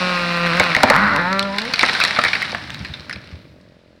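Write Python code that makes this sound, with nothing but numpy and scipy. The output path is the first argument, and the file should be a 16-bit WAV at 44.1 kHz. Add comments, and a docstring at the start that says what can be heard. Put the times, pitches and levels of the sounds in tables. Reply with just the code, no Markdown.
"""Felling an evergreen

A chainsaw runs down to idle: exhaust pulses through a muffler. Hinge wood cracks (noise bursts),
creaks (jerky slips ringing fibres) and groans (regular slips through resonances).
Foliage swishes (noise), twigs snap, limbs thud (decaying sines) over a rumble.
The surrounding woods answer with scattered echoes, in faint outdoor air."""
import sys
import numpy as np
from scipy import signal
from scipy.fft import rfft, irfft, next_fast_len
from scipy.io import wavfile

SR = 44100
rng = np.random.default_rng(int(sys.argv[2]) if len(sys.argv) > 2 else 0)


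def wrap_up_sound(samples):
    """Save the sound to the file named by the first command line argument, as 16-bit audio."""
    columns = np.atleast_2d(samples).T
    # keep every value between -1 and 1, then stretch to whole-number steps
    tamed = np.clip(columns, -1, 1)
    steps = np.round(tamed * 32767).astype(np.int16)
    wavfile.write(sys.argv[1], SR, steps)


N = 176400  # samples


def amp(db):
    """Decibels to gain."""
    return 10 ** (np.asarray(db) / 20)


def unit(x):
    """Scale to rms 1."""
    return x / np.sqrt(np.mean(x ** 2) + 1e-20)


def along(points, hz):
    """Read (frequency [Hz], value) points on a log-frequency axis."""
    f, v = np.transpose(points)
    return np.interp(np.log(hz + 1), np.log(f + 1), v)


def curves(rows):
    """One value per sample for each column after the time."""
    s, *cols = np.transpose(rows)
    return [np.interp(np.arange(N) / SR, s, c) for c in cols]


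def fade(t, t60_s):
    """Exponential decay, 60 dB in t60_s."""
    return np.exp(-np.log(1000) * t / t60_s)


def attack(t, rise_s):
    """Exponential onset with time constant rise_s."""
    return 1 - np.exp(-t / rise_s)


def add(track, s, sound):
    """Mix a sound into a track at time s."""
    part = track[max(round(s * SR), 0):][:len(sound)]
    part += sound[:len(part)]


def body(x, points):
    """Filter x by a minimum-phase body: relative response from the points, impulse energy 1."""
    size = 8192
    log_gain = np.log(amp(along(points, np.fft.rfftfreq(size, 1 / SR))))
    # folding the cepstrum makes the response causal
    cepstrum = irfft(log_gain)
    cepstrum[1:size // 2] *= 2
    cepstrum[size // 2 + 1:] = 0
    ring = irfft(np.exp(rfft(cepstrum)))
    return signal.fftconvolve(x, ring / np.linalg.norm(ring))[:N]


def noise(points):
    """Coloured noise of rms 1."""
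    return unit(body(rng.standard_normal(N), points))


def beats(rows, jitter_s, scatter_db):
    """Times and strengths of a train at the rate in the second column, lasting as long as the rows."""
    rate, t = curves(rows)[0], np.arange(N) / SR
    turns = np.cumsum(rate) / SR
    when = np.interp(np.arange(1, turns[-1]), turns, t)
    when = when[(when > rows[0][0]) & (when < rows[-1][0])]
    chance = rng.standard_normal((len(when), 2))
    strength = unit(amp(scatter_db * chance[:, 0]))
    # sparser pulses are stronger, so the train stays near rms 1
    strength = strength * np.sqrt(SR / np.interp(when, t, rate))
    return when + jitter_s * chance[:, 1], strength


def pulses(rows, jitter_s, scatter_db):
    """A sharp pulse on every beat, about rms 1, placed between samples by a windowed sinc."""
    when, strength = beats(rows, jitter_s, scatter_db)
    at = when[:, None] * SR
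    taps = np.floor(at).astype(int) + np.arange(-7, 9)
    shape = np.sinc(taps - at) * np.cos(np.pi * (taps - at) / 16) ** 2
    weights = strength[:, None] * shape
    return np.bincount(np.clip(taps, 0, N).ravel(), weights.ravel(), N + 1)[:N]


# radiation of breaking wood: (frequency [Hz], level [dB])
WOOD = [(40, -15), (150, 10.5), (400, 0.5), (600, 0), (2200, 4.5), (3100, -10), (4000, 1.5), (5300, -5),
        (6600, -21), (9500, -14.5), (15000, -44)]
CRACK_ATTACK_S, CRACK_OCTAVES = .0002, 0.78
CRACK_SKIRT_DB, CRACK_GRAIN_DB = -20.5, 5


def snap(centre_hz, t60_s, size):
    """One fracture: a fast-dying burst around the wood piece's pitch, with random resonances."""
    t, hz = np.arange(size) / SR, np.fft.rfftfreq(size, 1 / SR)
    octaves = np.log2((hz + 1) / centre_hz)
    knots = np.linspace(-5, 3, 48)
    grain = amp(CRACK_GRAIN_DB * np.interp(octaves, knots, rng.standard_normal(len(knots))))
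    hump = np.exp(-.5 * (octaves / CRACK_OCTAVES) ** 2) + amp(CRACK_SKIRT_DB)
    colour = hump * amp(along(WOOD, hz)) * grain
    burst = unit(irfft(colour * np.exp(2j * np.pi * rng.random(len(hz)))))
    return burst * fade(t, t60_s) * attack(t, CRACK_ATTACK_S)


# breaking wood: (time [s], strength [dB], centre [Hz], t60 [s])
CRACKS = [(0.4671, -10, 2040, 0.023), (0.571, -15, 2150, 0.027), (.598, 1.5, 2000, 0.031),
          (0.64, -16, 2310, 0.017), (0.7495, -2.5, 1840, 0.029), (0.765, 0.5, 1530, 0.014),
          (0.827, -15.5, 1600, 0.058), (.833, 8.5, 1090, 0.027), (.876, -13.5, 1510, 0.014),
          (0.884, -10, 1450, 0.021), (0.9003, 2.5, 1765, 0.023), (0.9407, -7, 1390, .014),
          (.964, -4.5, 1400, 0.011), (1.162, -8, 3560, 0.012), (1.329, -12, 3770, 0.015),
          (1.394, -5.5, 3617, 0.011), (1.427, -14, 3740, 0.015), (1.584, -9.5, 2710, 0.04),
          (1.618, -17, 3420, 0.02), (1.652, -17, 2377, 0.029), (1.7371, -5.5, 2630, 0.03),
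          (1.793, -3, 3465, 0.022), (1.81, -8.5, 3300, 0.024), (1.831, -4, 1360, 0.057),
          (1.886, -14.5, 2220, 0.096), (1.895, -10.5, 1960, 0.023), (1.9505, -12, 2860, 0.035),
          (2.002, -8, 2130, 0.018), (2.01, -11, 2430, 0.16), (2.038, -2, 3260, 0.016),
          (2.05, -10, 2440, 0.038), (2.081, -13, 3040, 0.023), (2.1086, -11.5, 2800, 0.016),
          (2.162, -17, 1860, 0.13), (2.189, -6, 1760, 0.041), (2.215, -13.5, 2260, 0.043),
          (2.2385, -3.5, 1750, 0.015), (2.249, -9, 1980, 0.11), (2.283, -13, 3000, 0.039),
          (2.332, -9, 2430, 0.043), (2.352, -14.5, 2600, 0.056), (2.425, -12, 2280, 0.032),
          (2.495, -23, 1810, 0.044), (2.548, -11.5, 1630, 0.023), (2.704, -11, 3520, 0.0046),
          (2.745, -18, 2560, 0.015), (2.848, -23, 2420, 0.069), (2.938, -24, 3020, 0.052),
          (3.096, -19, 2240, 0.027), (3.11, -24.5, 2160, .05), (3.128, -21, 3000, 0.044),
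          (3.159, -25, 2120, 0.028), (3.314, -35.5, 2050, 0.032), (3.612, -49, 5930, 0.019)]
# sharp tick of each crack: (frequency [Hz], level [dB])
TICK = [(300, -18.5), (2000, 4), (4500, 14.5), (6500, -11), (10000, -13.5), (12000, -28), (16000, -21.5)]
TICK_DB, TICK_T60_S = -6, .0045
# heavy wood resounding as it breaks: (time [s], level [dB])
KNOCKS = [(0.603, -7), (0.767, -10.5), (0.836, 0), (0.904, -5), (1.831, -10), (1.894, -20), (2.187, -14.5),
          (2.251, -20), (2.355, -27.5), (2.529, -25), (2.546, -23.5)]
# resonance of the heavy wood: (frequency [Hz], level [dB])
TRUNK = [(50, -32.5), (110, -13), (230, 6), (380, -10), (540, 5.5), (850, 2.5), (1300, -12.5), (2500, -27),
         (8000, -59)]
KNOCK_T60_S, KNOCK_ATTACK_S = 0.056, .001


def cracks():
    """Hinge, then big branches, break: a sharp tick and a burst; heavy pieces also knock."""
    out, t = np.zeros(N), np.arange(8192) / SR
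    ticks, trunk = noise(TICK), noise(TRUNK)
    for s, db, hz, t60_s in CRACKS:
        tick = ticks[round(s * SR):][:len(t)] * fade(t, TICK_T60_S)
        add(out, s, amp(db) * (snap(hz, t60_s, size=8192) + amp(TICK_DB) * tick))
    for s, db in KNOCKS:
        knock = trunk[round(s * SR):][:len(t)] * fade(t, KNOCK_T60_S) * attack(t, KNOCK_ATTACK_S)
        add(out, s, amp(db) * knock)
    return out


# hinge fibres popping one after another: (time [s], level [dB])
FIBRES = [(0, -38), (.4, -30), (.58, -23), (.7, -24), (.88, -24.5), (.95, -30), (1.1, -49)]
FIBRES_PER_S, FIBRE_HZ, FIBRE_T60_S, FIBRE_SCATTER_DB = 85, 1640, 0.022, 3.8  # Hz: median pitch


def fibres():
    """Strained fibres let go in an uneven run of small pops."""
    out = np.zeros(N)
    end_s = FIBRES[-1][0]
    for k, (late, pitch, size) in enumerate(rng.standard_normal((160, 3))):
        s = (k + .3 * late) / FIBRES_PER_S
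        if s < end_s:
            pop = snap(FIBRE_HZ * np.exp(.15 * pitch), FIBRE_T60_S, size=1024)
            add(out, s, amp(FIBRE_SCATTER_DB * size) * pop)
    run = unit(out) * np.sqrt(end_s * SR / N)  # about rms 1 over the run alone
    return amp(curves(FIBRES)[0]) * run


# jerky hinge: (time [s], slips per second [1/s], level [dB], ring pitch [Hz])
CREAK = [(0.899, 127, -21, 1360), (.925, 140, -14.5, 1330), (.952, 140, -10.5, 1335), (.98, 185, -16, 1480),
         (1.02, 205, -15, 1480), (1.09, 210, -16.5, 1470), (1.15, 240, -18, 1450), (1.2, 285, -24.5, 1540),
         (1.25, 340, -34.5, 1560)]
# fibres rung by each jerk: (multiple of ring pitch [ratio], level [dB], t60 [s])
CREAK_MODES = [(.82, -4, .014), (1, 0, .016), (1.3, -2, .013), (2.75, -15, .008)]
# trunk radiation of the rings: (frequency [Hz], level [dB])
CREAK_BAND = [(300, -18.5), (800, -5), (1200, -1), (2050, -1.5), (2700, -11.5), (4200, -2.5), (6500, -25.5)]
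# trunk shaken by the jerks: (frequency [Hz], level [dB])
CREAK_BASS = [(80, -22.5), (195, 7.5), (330, -21), (600, -12.5), (1500, -53)]
CREAK_BASS_DB = -12
CREAK_JITTER_S, CREAK_SCATTER_DB, CREAK_PITCH_SCATTER = .00028, 2.2, .06  # pitch: log ratio


def creak():
    """The hinge sticks and slips; each jerk rings fibres at a slightly new pitch and shakes the trunk."""
    _, level_db, ring_hz = curves(CREAK)
    rings, pushes, t = np.zeros(N), np.zeros(N), np.arange(1024) / SR
    ratio, db, t60_s = np.transpose(CREAK_MODES)[:, :, None]
    detune = np.exp(CREAK_PITCH_SCATTER * rng.standard_normal((128, len(ratio), 1)))
    for s, strength, shift in zip(*beats(CREAK, CREAK_JITTER_S, CREAK_SCATTER_DB), detune):
        hz = ring_hz[round(s * SR)] * ratio * shift
        modes = amp(db) * np.sin(2 * np.pi * hz * t) * fade(t, t60_s)
        ring = body(modes.sum(0), CREAK_BAND)
        add(rings, s, strength * ring / np.linalg.norm(ring))
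        add(pushes, s, np.array([strength]))
    return amp(level_db) * (rings + amp(CREAK_BASS_DB) * body(pushes, CREAK_BASS))


# smooth hinge: (time [s], slips per second [1/s], bass level [dB], hollow middle level [dB],
# ring level [dB], bright edge level [dB])
GROAN = [(1.1, 150, -37, -41.5, -37, -36), (1.17, 142, -25, -22, -29, -30),
         (1.193, 175, -25, -29, -20, -18), (1.228, 172.6, -31.5, -24, -26.5, -24.5),
         (1.323, 193, -26.5, -26, -21, -23.5), (1.39, 195.5, -29.5, -30.5, -23, -26),
         (1.44, 199, -29.5, -34, -28, -37), (1.472, 197.5, -27.5, -35.5, -27.5, -33),
         (1.507, 194.6, -32.5, -29.5, -37.5, -38.5), (1.59, 206, -34, -32.5, -43.5, -39),
         (1.66, 235, -31, -45, -46, -45.5), (1.69, 270, -36.5, -41, -55, -57),
         (1.76, 216, -45, -63.5, -65, -65)]
# resonances of the groan, each: (frequency [Hz], level [dB])
GROAN_BASS = [(70, -25.5), (190, 5.5), (300, -1.5), (400, -5.5), (500, 1.5), (600, -3), (780, -34),
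              (1200, -40.5), (3000, -58.5)]
GROAN_MIDDLE = [(300, -39), (650, -17.5), (790, -16.5), (900, -1.5), (1020, -2.5), (1180, -11), (2000, -38),
                (6000, -65)]
GROAN_RING = [(300, -49.5), (950, -23), (1170, -0.5), (1260, -2.5), (1390, 4), (1520, -4.5), (1800, -26),
              (3000, -45), (15000, -78)]
GROAN_EDGE = [(300, -39.5), (1350, -12.5), (1560, 4.5), (1780, 1.5), (2000, -8), (2400, -10.5),
              (3100, -30.5), (4000, -13), (6500, -64), (15000, -85.5)]
GROAN_JITTER_S, GROAN_SCATTER_DB = .00001, .8


def groan():
    """Regular slips: a smooth, mostly rising groan whose upper resonances fade before its bass."""
    slips = pulses(GROAN, GROAN_JITTER_S, GROAN_SCATTER_DB)
    parts = (GROAN_BASS, GROAN_MIDDLE, GROAN_RING, GROAN_EDGE)
    return sum(body(slips * amp(db), part) for db, part in zip(curves(GROAN)[1:], parts))


# crown: (time [s], swishing foliage level [dB], snapping twigs level [dB])
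CROWN = [(0, -24.5, -56), (.45, -29, -54), (.62, -25.5, -44), (.8, -28.5, -51), (.92, -32, -27.5),
         (1.1, -34, -40), (1.5, -36.5, -34), (1.68, -31, -32), (1.85, -26, -21), (2.05, -23.5, -31.5),
         (2.15, -28, -26), (2.27, -27, -31.5), (2.45, -31, -28.5), (2.63, -38, -39), (2.9, -42, -42.5),
         (3.15, -48, -45), (3.35, -51, -49), (3.5, -58, -64.5), (4, -64.5, -66.5)]
# foliage colour: (frequency [Hz], level [dB])
FOLIAGE = [(50, -23), (200, 0.5), (380, -12.5), (600, -1.5), (1200, -1.5), (2000, 1), (3100, -4),
           (4100, -1), (5400, -8), (6600, -24), (9500, -25), (12000, -44), (16000, -36)]
TWIGS_PER_S, TWIG_SPREAD_DB, TWIG_T60_S = 620, 7, 0.014


def crown(count=24):
    """Foliage swishes while twigs of many sizes snap at random."""
    foliage_db, twig_db = curves(CROWN)
    twigs = np.zeros(N)
    for hz in np.geomspace(1200, 4600, count):
        struck = rng.random(N) < TWIGS_PER_S / count / SR
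        strength = amp(TWIG_SPREAD_DB * np.minimum(rng.standard_normal(N), 2))
        twigs += signal.oaconvolve(struck * strength, snap(hz, TWIG_T60_S, size=1024))[:N]
    return amp(foliage_db) * noise(FOLIAGE) + amp(twig_db) * unit(twigs)


# trunk and limbs striking the ground: (time [s], level [dB])
THUDS = [(0.6, -23), (0.839, -20), (0.901, -25), (1.237, -30), (1.389, -29), (2.252, -40), (2.803, -20.5),
         (2.9, -23.5), (2.995, -29.5), (3.156, -27), (3.326, -24.5)]
THUD_MIDDLE_HZ, THUD_T60_S, THUD_ATTACK_S = 110, 0.086, 0.0042
# rumble: (time [s], level [dB])
RUMBLE_LEVEL = [(0, -47), (.7, -43), (1, -29.5), (1.6, -48), (1.9, -46), (2.5, -40), (2.85, -39),
                (3.2, -44.5), (3.45, -46), (3.65, -52.5), (3.8, -60), (4, -55)]
# rumble colour: (frequency [Hz], level [dB])
RUMBLE = [(20, -18), (40, -34), (65, 1), (120, 4), (260, -2), (400, -11), (900, -43), (3000, -45)]
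# bass roll-off of the ground sounds: (frequency [Hz], level [dB])
BASS_CUT = [(20, -23.5), (40, -15), (70, 1.5), (20000, 1)]


def ground():
    """Dull thuds of trunk and limbs, three detuned decaying modes each, over a low rumble."""
    out = amp(curves(RUMBLE_LEVEL)[0]) * noise(RUMBLE)
    t = np.arange(SR // 4) / SR
    for s, db in THUDS:
        detune = np.exp(0.13 * rng.standard_normal((3, 1)))
        hz = THUD_MIDDLE_HZ * np.array([[.68], [1], [1.55]]) * detune
        thud = np.sin(2 * np.pi * hz * t).sum(0) * fade(t, THUD_T60_S) * attack(t, THUD_ATTACK_S)
        add(out, s, amp(db) * thud)
    return body(out, BASS_CUT)


# saw engine: (time [s], firings per second [1/s], exhaust hum level [dB], bark level [dB])
SAW = [(0, 181.8, -26, -23), (.118, 179.1, -26, -22), (.226, 174.2, -27, -23), (.396, 171.8, -27, -23),
       (.462, 173, -23, -21), (.496, 168.4, -24, -23), (.512, 165, -24.5, -20.5), (.58, 179, -25.5, -25),
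       (.63, 181, -27.5, -20), (.7, 168, -30, -24), (.76, 156, -31, -29), (.92, 124, -32.5, -33),
       (1.05, 101.5, -29.5, -27), (1.2, 93, -34.5, -39), (2.4, 55, -66, -65.5)]
# exhaust hum: (frequency [Hz], level [dB])
HUM = [(90, -24), (170, 2), (260, 2.5), (350, -7.5), (440, -11), (530, 2), (700, -9.5), (880, -20.5),
       (1300, -25.5), (4000, -58)]
# muffler bark: (frequency [Hz], level [dB])
MUFFLER = [(200, -27.5), (800, -13.5), (1060, 6.5), (1250, 7.5), (1550, 5), (1750, -6.5), (1920, 5),
           (2100, -14), (2350, 4), (2850, 2), (3200, -31), (3650, -11.5), (4000, -2), (5100, -23),
           (6500, -35), (15000, -61)]
# rasp colour: (frequency [Hz], level [dB])
RASP = [(100, -26), (500, -4), (1300, 22), (2400, -13), (3200, -16.5), (4200, -5), (5300, -10.5),
        (6500, -25), (9500, -29.5), (11500, -43.5), (16000, -47.5)]
SAW_JITTER_S, SAW_SCATTER_DB = .000005, 1.1
SAW_RASP_DB, RASP_DROP_DB = -12, 24  # re bark; fall within each firing
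# idling saw: (time [s], firings per second [1/s], level [dB])
IDLE = [(2.3, 46, -59), (3.1, 51.4, -47.5), (3.5, 45.5, -52.5), (3.75, 43.4, -54), (4, 42.4, -51.5)]
# idle putter: (frequency [Hz], level [dB])
PUTTER = [(60, -13), (170, 0), (300, 3), (400, -4), (600, 4), (800, -17), (2000, -37.5), (5000, -40),
          (9000, -54.5)]
IDLE_JITTER_S, IDLE_SCATTER_DB = .0005, 2


def chainsaw():
    """Exhaust pulses hum and bark through the muffler, a rasp beats at their rate; then idle putters."""
    rate, hum_db, bark_db = curves(SAW)
    firings = pulses(SAW, SAW_JITTER_S, SAW_SCATTER_DB)
    cycle = np.cumsum(rate) / SR % 1
    rasp = unit(noise(RASP) * amp(-RASP_DROP_DB * cycle))
    hum = amp(hum_db) * body(firings, HUM)
    bark = amp(bark_db) * (body(firings, MUFFLER) + amp(SAW_RASP_DB) * rasp)
    putter = body(pulses(IDLE, IDLE_JITTER_S, IDLE_SCATTER_DB), PUTTER)
    return hum + bark + amp(curves(IDLE)[1]) * putter


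# what a trunk throws back: (frequency [Hz], level [dB])
SCATTER = [(200, -30.5), (600, 8), (1200, -1), (5000, -4), (16000, -4.5)]
TRUNKS_SPREAD_S, TRUNKS_DB = .016, -13


def trunks(x, count=10):
    """Nearby trunks return weak early copies that blur each pulse; the bass passes around them."""
    delays = (TRUNKS_SPREAD_S * SR * rng.uniform(.1, 1, count)).astype(int)
    signs = rng.choice([-1, 1], count)
    copies = sum(sign * np.pad(x, (d, 0))[:N] for d, sign in zip(delays, signs))
    return x + amp(TRUNKS_DB) * body(copies, SCATTER) / np.sqrt(count)


# echo decay: (frequency [Hz], t60 [s])
WOODS_T60 = [(100, 0.62), (1500, 0.61), (5000, 0.2), (14000, 0.05)]


def woods(x):
    """Scattered echoes from the surrounding trees: a noise tail whose treble dies first."""
    hz, t, z = signal.stft(rng.standard_normal(SR), SR, nperseg=256)
    decay = fade(t, along(WOODS_T60, hz)[:, None])
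    tail = signal.istft(z * decay, SR, nperseg=256)[1]
    late = np.pad(tail, (SR // 200, 0))  # 5 ms delay
    return signal.fftconvolve(x, late / np.linalg.norm(tail))[:N]


# still outdoor air: (frequency [Hz], level [dB])
AIR = [(20, -12.5), (80, -3.5), (200, -9), (500, -16.5), (2000, -24), (4000, -34), (7000, -37),
       (16000, -55.5)]
AIR_DB = -59.5


def air():
    """Faint steady noise of still outdoor air."""
    return amp(AIR_DB) * noise(AIR)


TONE_WOODS_DB, WOODS_DB = -18, -16  # echo sends: saw, creak and groan; breaking wood and crown


def scene():
    """Tree, ground and saw with echoes from the woods, in faint outdoor air."""
    breaking = fibres() + cracks() + crown()
    tones = chainsaw() + trunks(creak() + groan())
    echoes = woods(amp(TONE_WOODS_DB) * tones + amp(WOODS_DB) * breaking)
    return (tones + breaking + echoes + ground() + air())[None]


OVERLOAD, TOP_HZ = 0.71, 16000  # ceiling [full scale]; band limit


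def record(dry):
    """The loudest cracks overload the microphone; nothing is kept above the band limit."""
    clipped = dry / (1 + np.abs(dry / OVERLOAD) ** 8) ** (1 / 8)
    m = next_fast_len(N + SR // 2)
    kept = np.fft.rfftfreq(m, 1 / SR) < TOP_HZ
    return irfft(rfft(clipped, m) * kept, m)[..., :N]


dry = scene()
out = record(dry)
wrap_up_sound(out)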